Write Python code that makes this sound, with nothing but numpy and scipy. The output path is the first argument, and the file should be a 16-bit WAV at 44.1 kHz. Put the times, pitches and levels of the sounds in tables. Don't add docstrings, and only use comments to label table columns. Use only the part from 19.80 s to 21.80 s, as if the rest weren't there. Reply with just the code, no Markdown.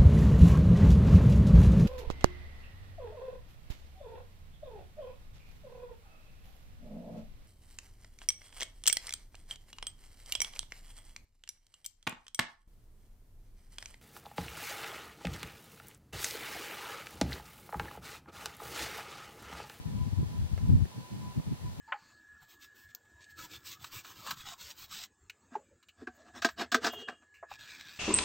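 import sys
import numpy as np
from scipy import signal
from scipy.fft import rfft, irfft
from scipy.io import wavfile
from scipy.ndimage import uniform_filter1d

SR = 44100
rng = np.random.default_rng(int(sys.argv[2]) if len(sys.argv) > 2 else 0)


def master_out(mix):
    frames = np.transpose(np.atleast_2d(mix))
    ceiling = np.clip(frames, -1, 1)
    pcm = np.round(ceiling * 32767).astype(np.int16)
    wavfile.write(sys.argv[1], SR, pcm)


N = 88200


def undb(db):
    return 10 ** (np.asarray(db) / 20)


def unit(x):
    return x / np.sqrt(np.mean(x ** 2))


def noise(spectrum):
    hz, db = np.array(spectrum).T
    f = np.maximum(np.fft.rfftfreq(N, 1 / SR), 1)
    gain = undb(np.interp(np.log(f), np.log(hz), db))
    roll_off = np.minimum(f / hz[0], 1) ** 2 * np.minimum(hz[-1] / f, 1)
    return unit(irfft(rfft(rng.standard_normal(N)) * gain * roll_off, N))


def resonance(hz, width_hz):
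    f = np.fft.rfftfreq(N, 1 / SR)
    response = 1 / (1 + (2 * (f - hz) / width_hz) ** 2)
    return unit(irfft(rfft(rng.standard_normal(N)) * response, N))


def stereo(mid, side, pan_db=0):
    left, right = undb(pan_db / 2), undb(-pan_db / 2)
    return np.array([(mid + side) * left, (mid - side) * right]) / np.sqrt((left ** 2 + right ** 2) / 2)


def eddies(spectrum, span_s=0.022, evenness=0.72):
    pressure = noise(spectrum)
    span = int(span_s * SR)
    power = np.abs(signal.hilbert(pressure)) ** 2
    smooth_power = uniform_filter1d(uniform_filter1d(power, span), span // 2)
    return unit(pressure / smooth_power ** (evenness / 2))


def wind(t):
    # (time [s], level [dB], left minus right [dB], weight of the deep eddies [dB])
    gust = [(0.0, -45, 2, 0), (0.039, -60, -4, -17), (0.06, -35.5, 11.5, -9.5), (0.088, -43, -1, -11),
            (0.13, -38.5, 4.5, -7.5), (0.19, -37, 4.5, -3.5), (0.218, -32.5, 9.5, -3),
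            (0.244, -43.5, 8, -1), (0.273, -34.5, 10.5, -17), (0.309, -55, 3, 10),
            (0.331, -33.5, 8.5, -8.5), (0.355, -51.5, 11, -3), (0.384, -29, 3.5, -4),
            (0.43, -36, -1.5, -10), (0.47, -43, 13, -1.5), (0.525, -45.5, -1, -10.5), (0.58, -39, 3.0, -2),
            (0.61, -36, 0.5, -2), (0.656, -40, 9, 0), (0.691, -56, 3, -7), (0.732, -29.5, 11.5, 2.5),
            (0.754, -44.5, 6.5, -2), (0.795, -46.5, 9.5, 1.5), (0.832, -31.5, 6.5, -5), (0.865, -37, 0, -5),
            (0.896, -24, 12, -2.5), (0.941, -23, 0, -5), (0.975, -31, -1.5, -2.5), (0.999, -36, 11.5, -4),
            (1.022, -29.5, 8, -2), (1.05, -42, 8, -2), (1.075, -54.5, 3, -5), (1.135, -58, -3, -16),
            (1.181, -40, -1, -19.5), (1.225, -53.5, 0.0, -10), (1.295, -64, 0, -8),
            (1.319, -41.5, 2.5, -14.0), (1.41, -46, 1.5, -17), (1.49, -43.5, 3, -11.5),
            (1.535, -59.5, 5, -4), (1.581, -29.5, -2, -19.5), (1.62, -57, 0, -16), (1.655, -51, 6, -7),
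            (1.676, -35, 1, -8), (1.694, -47.5, 7, -14.5), (1.72, -31, 4.5, -9.5), (1.766, -57.5, -7, -6),
            (1.81, -54, 8, -4), (1.848, -39, 1.5, -5), (1.91, -47, 1, -3.5), (1.969, -54, 0, -5),
            (2.0, -39.0, 4.5, -7.5)]
    # (frequency [Hz], relative level [dB])
    deep_spectrum = [(36, -16), (45, -3.5), (58, -1.5), (82, 5), (105, 0.5), (150, -20.5), (300, -53)]
    body_spectrum = [(45, -25), (75, -11), (105, 2.5), (150, 1.5), (200, -8.5), (260, -21), (340, -30.5),
                     (480, -40), (800, -51), (2000, -60)]
    fine_spectrum = [(90, -36), (140, -3), (185, 2.5), (230, -2.5), (290, -10), (350, -16), (480, -29.5),
                     (800, -51.5)]
    when, *columns = np.array(gust).T
    level_db, pan_db, deep_db = (np.interp(t, when, c) for c in columns)
    deep = stereo(eddies(deep_spectrum), undb(9) * eddies(deep_spectrum), pan_db)
    body = stereo(eddies(body_spectrum), undb(3) * eddies(body_spectrum), pan_db)
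    fine = stereo(eddies(fine_spectrum), undb(6) * eddies(fine_spectrum), 0.44 * pan_db)
    fine_db = -11.5 - 0.38 * deep_db
    upper = (undb(-2) * body + undb(fine_db) * fine) / np.sqrt(1 + undb(deep_db) ** 2)
    return undb(level_db) * (undb(deep_db - 1) * deep + upper)


def air():
    # (frequency [Hz], relative level [dB])
    mid_spectrum = [(30, 0), (150, 13.5), (300, 11), (450, 11), (600, 9), (730, 7.5), (860, 12),
                    (1020, 7.5), (1150, 3), (1500, 1), (2600, 0), (3300, 0.5), (3800, 0.5), (4450, 1),
                    (5100, -3), (7000, -6), (10000, -8), (15500, -11)]
    side_spectrum = [(30, 2), (200, 0), (500, 4), (800, 2.5), (1400, -1), (2500, -3), (3300, -2.5),
                     (5000, -5.5), (8000, -6.5), (12000, -10), (15500, -10)]
    return stereo(undb(-56.5) * noise(mid_spectrum), undb(-55) * noise(side_spectrum))


def ring(t, pitch_hz=996.5, overtone_hz=1791, width_hz=29):
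    # (time [s], standard deviation [s], level [dB])
    swells = [(0.216, 0.016, -54.5), (0.44, 0.0082, -60), (0.548, 0.029, -59), (0.877, .02, -61),
              (1.245, 0.023, -62), (1.456, 0.037, -57), (1.52, 0.0088, -57), (1.87, 0.018, -57)]
    swelling = sum(undb(db) * np.exp(-((t - at) / sigma) ** 2 / 2) for at, sigma, db in swells)
    tone = (undb(-69.5) + swelling) * unit(np.sin(2 * np.pi * pitch_hz * t))
    blur = undb(-66) * resonance(pitch_hz, width_hz)
    overtone = undb(-77.5) * resonance(overtone_hz, width_hz)
    quadrature = signal.hilbert(tone).imag
    return stereo(tone + blur + overtone, undb(-8.5) * quadrature)


def slaps(t, half_length_s=0.0044):
    # (time [s], level [dB], left minus right [dB])
    strikes = [(0.27, -33.5, 10), (0.43, -33, 5), (0.896, -28, -4), (0.923, -45, 5), (1.055, -38, 9),
               (1.599, -34, -3), (1.722, -31, 6)]
    # (frequency [Hz], relative level [dB])
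    spectrum = [(60, -29), (150, 11.5), (250, -1.5), (380, -10), (550, -30), (1000, -31), (3000, -50)]
    mid, side = eddies(spectrum), undb(3) * eddies(spectrum)
    return sum(stereo(mid, side, pan_db) * undb(db) * np.exp(-((t - at) / half_length_s) ** 2)
               for at, db, pan_db in strikes)


def far_birds(t):
    # (time [s], standard deviation [s], pitch [Hz], level [dB])
    notes = [(.755, 0.023, 4400, -72), (1.208, 0.011, 4200, -67), (1.33, 0.044, 4300, -71)]
    return sum(undb(db) * np.exp(-((t - at) / sigma) ** 2 / 2) * resonance(hz, width_hz=450)
               for at, sigma, hz, db in notes)


def ticks(t):
    # (time [s], level [dB], decay time constant [s])
    onsets = [(0.7776, -44.5, 0.0069), (1.0543, -46.5, 0.0021)]
    # (frequency [Hz], relative level [dB])
    spectrum = [(150, -5), (500, 10.5), (1200, 2.5), (2200, 1), (3200, -11), (6000, -21), (12000, -40)]
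    envelope = sum(undb(db) * (t >= at) * np.exp(-np.abs(t - at) / decay) for at, db, decay in onsets)
    return envelope * stereo(noise(spectrum), undb(-6) * noise(spectrum))


def scene():
    t = np.arange(N) / SR
    return wind(t) + air() + ring(t) + slaps(t) + far_birds(t) + ticks(t)


def record(dry, low_cut_hz=29, top_hz=15800):
    high_pass = signal.butter(N=4, Wn=low_cut_hz, btype="high", fs=SR, output="sos")
    low_pass = signal.ellip(N=12, rp=0.1, rs=90, Wn=top_hz, fs=SR, output="sos")
    return signal.sosfilt(low_pass, signal.sosfilt(high_pass, dry))


dry = scene()
out = record(dry)
master_out(out)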